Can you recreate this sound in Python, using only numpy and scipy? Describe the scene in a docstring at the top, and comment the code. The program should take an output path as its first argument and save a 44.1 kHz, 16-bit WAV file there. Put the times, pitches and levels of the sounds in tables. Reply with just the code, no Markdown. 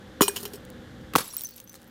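"""A low hum of the town at night is heard first, as shaped noise with a few wavering tones. A boot then
stamps on a glass jar lying on a plastic bag on asphalt: the jar rings, skids and grinds, as grit noise
through resonances and damped modes. A second stamp bursts it: snaps of noise crack, a cloud of short
notes shimmers, the sole crushes the pieces, the bag crackles and shards tinkle down on high modes."""
import sys
import numpy as np
from scipy import signal
from scipy.fft import rfft, irfft, next_fast_len
from scipy.io import wavfile
from scipy.ndimage import map_coordinates

SR = 44100
rng = np.random.default_rng(int(sys.argv[2]) if len(sys.argv) > 2 else 0)


def transcribe(signal):
    """Save signal, clipped to [-1, 1], as a 16-bit WAV file at the path in sys.argv[1]."""
    frames = np.atleast_2d(signal).T
    limited = np.clip(frames, -1, 1)
    pcm = np.round(limited * 32767).astype(np.int16)
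    wavfile.write(sys.argv[1], SR, pcm)


N = 83790
T = np.arange(SR // 2) / SR  # time axis of one short event, s
SCENE_T = np.arange(N) / SR  # time axis of the whole scene, s


def amp(db):
    """Decibel law: level in dB to amplitude ratio."""
    return 10 ** (np.asarray(db) / 20)


def unit(x):
    """Normalisation to an rms of 1."""
    return x / np.sqrt(np.mean(x ** 2) + 1e-20)


def along(points, hz):
    """Interpolation of (f/Hz, value) points on a logarithmic frequency axis."""
    f, v = np.transpose(points)
    return np.interp(np.log(hz + 1), np.log(f + 1), v)


def level(rows):
    """Envelope: gain per sample, linear in dB between (t/s, level/dB) points."""
    return amp(np.interp(SCENE_T, *np.transpose(rows)))


def wobble(rate):
    """Slow random modulation: a smooth curve through random knots, rate of them a second."""
    knots = rng.standard_normal(int(N * rate / SR) + 4)
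    return map_coordinates(knots, [SCENE_T * rate])


def filtered(x, response):
    """Linear filtering: the spectrum of x times a response of frequency."""
    m = next_fast_len(len(x) + SR // 2)
    return irfft(rfft(x, m) * response(np.fft.rfftfreq(m, 1 / SR)), m)[:len(x)]


def colour(x, spectrum):
    """Spectral shaping: x filtered by (f/Hz, level/dB) points, at rms 1."""
    return unit(filtered(x, lambda hz: amp(along(spectrum, hz))))


def grains(spiky_db=0, size=len(T)):
    """Granular noise: white noise whose size jumps every half millisecond."""
    sizes = amp(spiky_db * np.clip(rng.standard_normal(size), -2.5, 2.5))
    return unit(rng.standard_normal(size) * sizes[np.arange(size) // 22])


def fade(t60, rise=1e-4):
    """Exponential decay: a straight rise, then a fall of 60 dB in t60."""
    return np.minimum(T / rise, 1) * 1000.0 ** (-np.maximum(T - rise, 0) / t60)


def ring(hz, t60, rise=1e-4):
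    """Damped oscillation: one decaying mode."""
    return np.sin(2 * np.pi * hz * T) * fade(t60, rise)


def add(track, s, x):
    """Superposition: mix x into the track at s seconds."""
    part = track[max(round(s * SR), 0):][:len(x)]
    part += x[:len(part)]


# level of the background above its deep bass (t/s, level/dB)
HUM_LEVEL = [(0, -44.5), (0.36, -43.5), (0.64, -44), (1.14, -44.5), (1.25, -55.5), (1.45, -55), (1.7, -54),
             (1.9, -48.5)]
# level of its deep bass (t/s, level/dB)
RUMBLE_LEVEL = [(0, -45), (0.5, -49), (1.0, -42.5), (1.3, -54.5), (1.6, -54.5), (1.9, -61.5)]
# noise spectrum of the background (f/Hz, level/dB per Hz)
HUM_SPECTRUM = [(15, -41.5), (25, -15.5), (59, -2), (236, -5.5), (451, -13), (516, -6.5), (677, -23),
                (775, -13.5), (936, -22.5), (1700, -17), (2480, -29.5), (3340, -23), (5000, -33),
                (6740, -35.5), (8590, -40.5), (14400, -43.5), (16000, -67.5)]
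# low tones (f/Hz, level/dB over the background level)
HUM_TONES = [(68, -20.5), (118.4, -13), (193.5, -12), (240, -11.5), (312, -13.5), (511, -14)]
HUM_NOISE_DB, HUM_WAVER_RAD = -2, 1
RUMBLE_HZ = 160  # upper edge of the deep bass


def hum():
    """Phase and amplitude modulation: low tones waver in a far rumble, which drops around the burst."""
    tones = np.zeros(N)
    for hz, db in HUM_TONES:
        phase = 2 * np.pi * hz * SCENE_T + HUM_WAVER_RAD * wobble(11.58)
        swell = amp(2.5 * wobble(7.8))
        tones += amp(db) * unit(np.sin(phase) * swell)
    whole = tones + amp(HUM_NOISE_DB) * colour(grains(size=N), HUM_SPECTRUM)
    bass = filtered(whole, lambda hz: 1 / (1 + (hz / RUMBLE_HZ) ** 4))
    return level(HUM_LEVEL) * (whole - bass) + level(RUMBLE_LEVEL) * bass


# resonances of the jar pressed under the sole (f/Hz, width/Hz, relative level/dB)
PRESSED_MODES = [(1070, 310, -7.5), (3017, 252, 2.5), (4300, 640, -11), (5200, 170, 0), (6780, 125, -7),
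                 (8030, 100, 1), (8560, 260, -1), (10000, 160, -9), (10230, 200, -0.5), (11100, 190, 2.5),
                 (12900, 400, -3.5), (13900, 83, 5.5), (14400, 170, -2), (14900, 300, -2.5)]
# grit heard directly (f/Hz, level/dB per Hz)
GRIT_SPECTRUM = [(200, -2), (900, -2.5), (2000, -8.5), (5000, -0.5), (10000, -4), (16000, -8.5)]
GRIT_DB, GRIT_SPIKY_DB = -3.5, 5  # direct grit level, spread of the grain sizes
PRESSED_VARY_DB = 5  # spread of each resonance's level between strokes


def scrape(stroke):
    """Source and filter: grit under a stroke is heard directly and through the pressed jar's resonances."""
    grit = grains(GRIT_SPIKY_DB, size=len(stroke))
    changes = rng.normal(0, PRESSED_VARY_DB, len(PRESSED_MODES))

    def body(f):
        """Modal response: resonances of alternating sign, at rms 1 over frequency."""
        h = 0
        for k, (centre, width, db) in enumerate(PRESSED_MODES):
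            damping = 1j * f * width
            h = h + (-1) ** k * amp(db + changes[k]) * damping / (centre ** 2 - f ** 2 + damping)
        return h / np.sqrt(np.mean(np.abs(h) ** 2))

    through_jar = filtered(grit * stroke, body)
    return through_jar + amp(GRIT_DB) * colour(grit, GRIT_SPECTRUM) * stroke


# free modes of the jar's wall (f/Hz, mean level/dB, t60/s)
WALL_MODES = [(2459, -12, .25), (2907, -16, .2), (4037, -16, .2), (5059, -8, .13), (5547, -4, .13),
              (5792, -9, .19), (6874, -2, .1), (7650, -11, .1), (8403, -6, .07), (9060, -16, .1),
              (9658, -9, .07), (14040, -15, .11), (15250, -19, .1)]
WALL_WAVER_RAD = 0.22  # unsteadiness of each mode's phase


def wall_ring(rise):
    """Modal superposition: the struck glass wall rings in many damped, slightly unsteady modes."""
    wall = 0
    for hz, db, t60 in WALL_MODES:
        waver = WALL_WAVER_RAD * np.interp(T, np.linspace(0, T[-1], 100), rng.standard_normal(100))
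        gain = amp(db + rng.normal(0, 1))
        wall = wall + gain * np.sin(2 * np.pi * hz * T + waver) * fade(t60, rise)
    return wall


# contacts of the whole jar with the asphalt
# (t/s, grit level/dB, rise/s, grit t60/s, wall ring level/dB, air note level/dB)
CONTACTS = [(0.2076, -21.5, 0.00067, 0.17, -56.5, -49), (0.2178, -21.5, .001, 0.076, -22.5, -18),
            (0.2275, -27, 0.0038, .06, -29, -47), (0.2796, -18.5, 0.0011, 0.032, -37, -26),
            (0.359, -26.5, 0.0038, 0.071, -58, -40), (0.397, -42, 0.008, .08, -62, -40),
            (0.429, -37, 0.001, 0.052, -64.5, -38), (0.4418, -44, 0.00055, 0.022, -70, -42),
            (0.4528, -30.5, 0.00055, 0.049, -44, -33), (0.478, -47.5, 0.00065, .04, -74, -59),
            (0.5337, -42, .001, 0.098, -52, -36), (0.554, -44, 0.0022, 0.039, -72, -50)]
# steady grinding as the jar rolls (t/s, level/dB)
ROLL_LEVEL = [(0.2, -69), (0.24, -45), (0.3, -49.5), (0.34, -52.5), (0.38, -45.5), (0.46, -55.5),
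              (0.5, -59), (0.56, -58), (0.6, -78), (0.7, -100)]
AIR_HZ, AIR_T60_S, AIR_RISE_S = 396, 0.11, 0.0076  # note of the air in the jar
AIR_GLIDE_HZ_PER_S = 54  # later contacts sound a higher air note


def jar():
    """Frictional and impact excitation: the jar skids and rolls, its wall rings and the air inside hoots."""
    first_s = CONTACTS[0][0]
    out = scrape(level(ROLL_LEVEL) * (np.arange(N) > first_s * SR))
    for s, grit_db, rise, t60, wall_db, air_db in CONTACTS:
        air = ring(AIR_HZ + AIR_GLIDE_HZ_PER_S * (s - first_s), AIR_T60_S, AIR_RISE_S)
        grit = scrape(fade(t60, rise))
        add(out, s, amp(grit_db) * grit + amp(wall_db) * wall_ring(rise) + amp(air_db) * air)
    return out


# decay of the open ground (f/Hz, t60/s)
YARD_T60 = [(200, 0.45), (2000, 0.34), (14000, 0.5)]
YARD_DB = -22


def yard(x):
    """Reverberation: convolution with decaying noise gives the answer of the open ground and far walls."""
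    hz, t, z = signal.stft(grains(), SR, nperseg=256)
    decay = amp(-60 * t / along(YARD_T60, hz)[:, None])
    tail = signal.istft(z * decay, SR, nperseg=256)[1]
    return signal.fftconvolve(x, tail / np.linalg.norm(tail))[:N]


# short notes of the jar while the sole pinches it (t/s, level/dB, f/Hz, t60/s)
CLACKS = [(0.2077, -20, 3000, 0.022), (0.2145, -18, 6870, .08), (0.2275, -24, 2990, .03),
          (0.28, -18, 2980, 0.014), (0.2815, -18, 8460, 0.047), (0.3622, -29, 3004, .035)]


def clacks():
    """Damped modes: the pinched jar sounds short single notes."""
    out = np.zeros(N)
    for s, db, hz, t60 in CLACKS:
        add(out, s, amp(db) * ring(hz, t60, rise=.001))
    return out


# rubber sole on the jar and the ground; the pitch sinks as the contact spreads
# (t/s, level/dB, starting f/Hz, rise/s, t60/s, sinking/octaves per s)
KNOCKS = [(0.2081, -4.5, 1136, 0.00076, 0.016, 36.5), (0.2104, -4, 354, 0.0027, 0.01, 96),
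          (0.2299, -17, 1170, 0.0018, 0.0073, 40), (0.2806, -20, 1048, 0.00095, 0.021, 35),
          (0.2944, -29.5, 1780, .001, 0.028, 31), (1.002, -37, 375, 0.011, 0.084, 62),
          (1.136, -31, 1870, 0.00051, .012, 315), (1.144, -26, 196, 0.0021, 0.066, 15),
          (1.1538, -4.5, 1305, 0.00075, 0.014, 99), (1.1568, -11.5, 350, 0.0018, 0.0187, 60),
          (1.1593, -11, 1682, 0.0016, 0.027, 431), (1.1846, -27, 525, .003, .02, 25),
          (1.1952, -25, 1220, .002, 0.013, 85), (1.338, -40, 1150, .002, .014, 30)]
KNOCK_NOISE_DB, KNOCK_WIDTH_OCT, KNOCK_LOW_HZ = -15, 0.75, 110  # roughness, its half width, lower edge


def boot():
    """Contact stiffness: the sole knocks hollowly, each knock sinking in pitch as the contact spreads."""
    out = np.zeros(N)
    for s, db, hz, rise, t60, sink in KNOCKS:
        note = np.sin(2 * np.pi * np.cumsum(hz * 2 ** (-sink * T)) / SR)

        def around_note(f):
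            """Resonance curve centred on the starting pitch."""
            return 1 / (1 + (np.log2((f + 1) / hz) / KNOCK_WIDTH_OCT) ** 2)

        roughness = unit(filtered(grains(), around_note))
        add(out, s, amp(db) * (note + amp(KNOCK_NOISE_DB) * roughness) * fade(t60, rise))
    return signal.sosfilt(signal.butter(2, KNOCK_LOW_HZ, "high", fs=SR, output="sos"), out)


# sharp cracks of glass and grit (t/s, level/dB, t60/s, body level/dB relative to the edge)
CRACKS = [(0.2197, -9.5, 0.0085, 1), (0.6514, -33, 0.0026, -27), (0.7022, -38, 0.0061, -20),
          (1.1363, -36, 0.024, 4), (1.1532, -23, .022, 2), (1.159, -9.5, 0.0099, -1.5),
          (1.1642, -21.5, 0.036, -25), (1.36, -39, .008, -3), (1.394, -33, .006, -10),
          (1.4095, -20, 0.0025, -16.5), (1.4704, -32, 0.0067, -21), (1.4885, -41, 0.014, -16.5),
          (1.544, -38.5, 0.0025, -15), (1.562, -38, .005, -14), (1.5792, -37, .01, -29),
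          (1.583, -38.5, 0.0052, -2), (1.6017, -29.5, 0.0039, -6), (1.6757, -41.5, 0.0024, -6),
          (1.695, -44.5, .015, -19), (1.7423, -33, 0.0044, -4.5)]
# bright edge of a crack (f/Hz, level/dB per Hz)
EDGE_SPECTRUM = [(300, -29), (2000, -12), (4000, -0.5), (8000, 1.5), (16000, 0)]
# duller body of a crack (f/Hz, level/dB per Hz)
BODY_SPECTRUM = [(100, -22), (400, -1), (900, -7.5), (1600, -3.5), (3200, -2.5), (6000, -23), (16000, -40)]


def cracks():
    """Impulsive fracture: glass and grit crack in short snaps of broadband noise."""
    out = np.zeros(N)
    for s, db, t60, body_db in CRACKS:
        snap = colour(grains(), EDGE_SPECTRUM) + amp(body_db) * colour(grains(), BODY_SPECTRUM)
        add(out, s, amp(db) * fade(t60) * snap)
    return out


BURST_S = 1.16
SPLINTER_FALL_S = .11  # mean flight time
SPLINTER_DB, SPLINTER_RANGE_DB = -41.5, 14  # loudest splinter, spread below it
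SPLINTER_FADE_DB_PER_S = 35  # late splinters land more softly
SPLINTER_LOW_HZ, SPLINTER_HIGH_HZ, SPLINTER_T60_S = 3023, 15460, 0.042  # pitch range, mean decay


def splinters(count=420):
    """Random superposition: tiny splinters ring at exponentially thinning times, a dense shimmer."""
    out = np.zeros(N)
    for when, pitch, size, life in rng.random((count, 4)):
        flight = -SPLINTER_FALL_S * np.log(1 - when)
        hz = SPLINTER_LOW_HZ + (SPLINTER_HIGH_HZ - SPLINTER_LOW_HZ) * pitch
        db = SPLINTER_DB - SPLINTER_RANGE_DB * size - SPLINTER_FADE_DB_PER_S * flight
        add(out, BURST_S + flight, amp(db) * ring(hz, SPLINTER_T60_S * (.5 + life)))
    return out


# crumbs of glass and the bag crackling under the sole (t/s, level/dB)
CRACKLE_LEVEL = [(1.161, -80), (1.17, -34), (1.23, -49), (1.3, -52.5), (1.39, -48), (1.48, -57.5),
                 (1.58, -56), (1.66, -65.5), (1.75, -57), (1.8, -60.5), (1.9, -68)]
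# crinkling of the bag (f/Hz, level/dB per Hz)
CRINKLE_SPECTRUM = [(300, 3.5), (1000, 5), (2500, 5), (5000, 5), (10000, -1.5), (16000, -1.5)]
CRINKLE_DB, CRINKLE_SPIKY_DB = -3, 7  # level, spread of the grain sizes
TICKS_PER_S, TICK_DB, TICK_RANGE_DB, TICK_T60_S = 220, -0.5, 24, 0.0027


def crackle():
    """Random impulse process: the bag crinkles and crumbs of glass tick as the weight settles on them."""
    crinkle = colour(grains(CRINKLE_SPIKY_DB, size=N), CRINKLE_SPECTRUM)
    snaps = (rng.random(N) < TICKS_PER_S / SR) * amp(-TICK_RANGE_DB * rng.random(N))
    tick_envelope = signal.fftconvolve(snaps, fade(TICK_T60_S))[:N]
    ticks = colour(tick_envelope * rng.standard_normal(N), EDGE_SPECTRUM)
    after_burst = np.arange(N) > BURST_S * SR
    return level(CRACKLE_LEVEL) * (amp(CRINKLE_DB) * crinkle + amp(TICK_DB) * ticks) * after_burst


# the sole crushing and rubbing the pieces
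# (t/s, level/dB, rise/s, t60/s, fizz level/dB relative to the crunch)
CRUSHES = [(1.178, -24, 0.0066, 0.065, 1), (1.203, -31.5, 0.0045, 0.067, -3),
           (1.221, -47.5, 0.022, 0.43, -25), (1.752, -51, .002, 0.045, 7.5)]
# crunch of the pieces (f/Hz, level/dB per Hz)
CRUSH_SPECTRUM = [(60, -1), (250, 2.5), (500, -2), (750, -4), (1150, 2), (1700, -1.5), (2800, -5.5),
                  (4500, -6.5), (8000, -17), (16000, -22)]
CRUSH_SPIKY_DB = 4  # spread of the grain sizes


def crushes():
    """Granular friction: the sole grinds the pieces down, a crunch with a bright fizz."""
    out = np.zeros(N)
    for s, db, rise, t60, fizz_db in CRUSHES:
        crunch = colour(grains(CRUSH_SPIKY_DB), CRUSH_SPECTRUM)
        fizz = colour(grains(CRUSH_SPIKY_DB), EDGE_SPECTRUM)
        add(out, s, amp(db) * fade(t60, rise) * (crunch + amp(fizz_db) * fizz))
    return out


# larger shards landing (t/s, level/dB, f/Hz, t60/s)
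SHARDS = [(1.204, -28.5, 11100, .05), (1.206, -37, 4490, 0.061), (1.2784, -36, 11200, 0.055),
          (1.3032, -41.5, 5640, 0.12), (1.335, -32.5, 11000, .05), (1.349, -36.5, 10850, 0.064),
          (1.3674, -18.5, 14300, 0.021), (1.368, -46, 5590, 0.47), (1.3807, -27, 8270, 0.023),
          (1.3943, -39, 13300, 0.029), (1.395, -34, 10900, 0.038), (1.417, -28, 15400, 0.038),
          (1.4202, -35, 8270, 0.022), (1.4362, -23, 14030, .032), (1.439, -41, 12450, 0.087),
          (1.4473, -30.5, 10450, 0.021), (1.4475, -31.5, 6130, 0.057), (1.4537, -32, 6100, 0.077),
          (1.4702, -39, 15400, 0.014), (1.489, -38, 15300, 0.026), (1.5078, -39, 15200, .03),
          (1.5208, -50, 4440, 0.1), (1.563, -42.5, 12430, .09), (1.6018, -43, 15600, 0.048),
          (1.641, -42, 12430, 0.035), (1.675, -49, 6125, .1), (1.696, -43, 6110, 0.087),
          (1.694, -41, 14900, .03), (1.7531, -44, 4130, .03), (1.875, -53.5, 12430, 0.034)]
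SHARD_TICK_DB, SHARD_TICK_T60_S, SHARD_RISE_S = -10, 0.012, .0003
SHARD_CHATTER, SHARD_CHATTER_PER_S = 0.34, 500  # depth (as a gain and in radians), random knots a second


def chatter():
    """Random modulation: a jagged curve of straight lines between random knots."""
    knots = rng.standard_normal(len(T))
    return SHARD_CHATTER * np.interp(T * SHARD_CHATTER_PER_S, np.arange(len(T)), knots)


def shards():
    """Impact and modulated mode: each shard ticks on the asphalt and rings high, chattering as it settles."""
    out = np.zeros(N)
    for s, db, hz, t60 in SHARDS:
        tick = amp(SHARD_TICK_DB) * colour(grains(), EDGE_SPECTRUM) * fade(SHARD_TICK_T60_S)
        note = np.sin(2 * np.pi * hz * T + chatter()) * (1 + chatter()) * fade(t60, SHARD_RISE_S)
        add(out, s, amp(db) * (note + tick))
    return out


def scene():
    """Superposition: boot and glass close by, their faint reverberation, and the hum."""
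    background = hum()
    near = jar() + clacks() + boot() + cracks() + splinters() + crackle() + crushes() + shards()
    return (near + amp(YARD_DB) * yard(near) + background)[None]


PEAK_LIMIT, TOP_HZ = .68, 16050  # amplitude ceiling, band limit


def record(dry):
    """Saturation and band limiting: the recorder rounds off high peaks and cuts steeply above its band."""
    rounded = dry[0] / (1 + np.abs(dry[0] / PEAK_LIMIT) ** 6) ** (1 / 6)
    return filtered(rounded, lambda hz: 1 / (1 + (hz / TOP_HZ) ** 140))[None]


dry = scene()
out = record(dry)
transcribe(out)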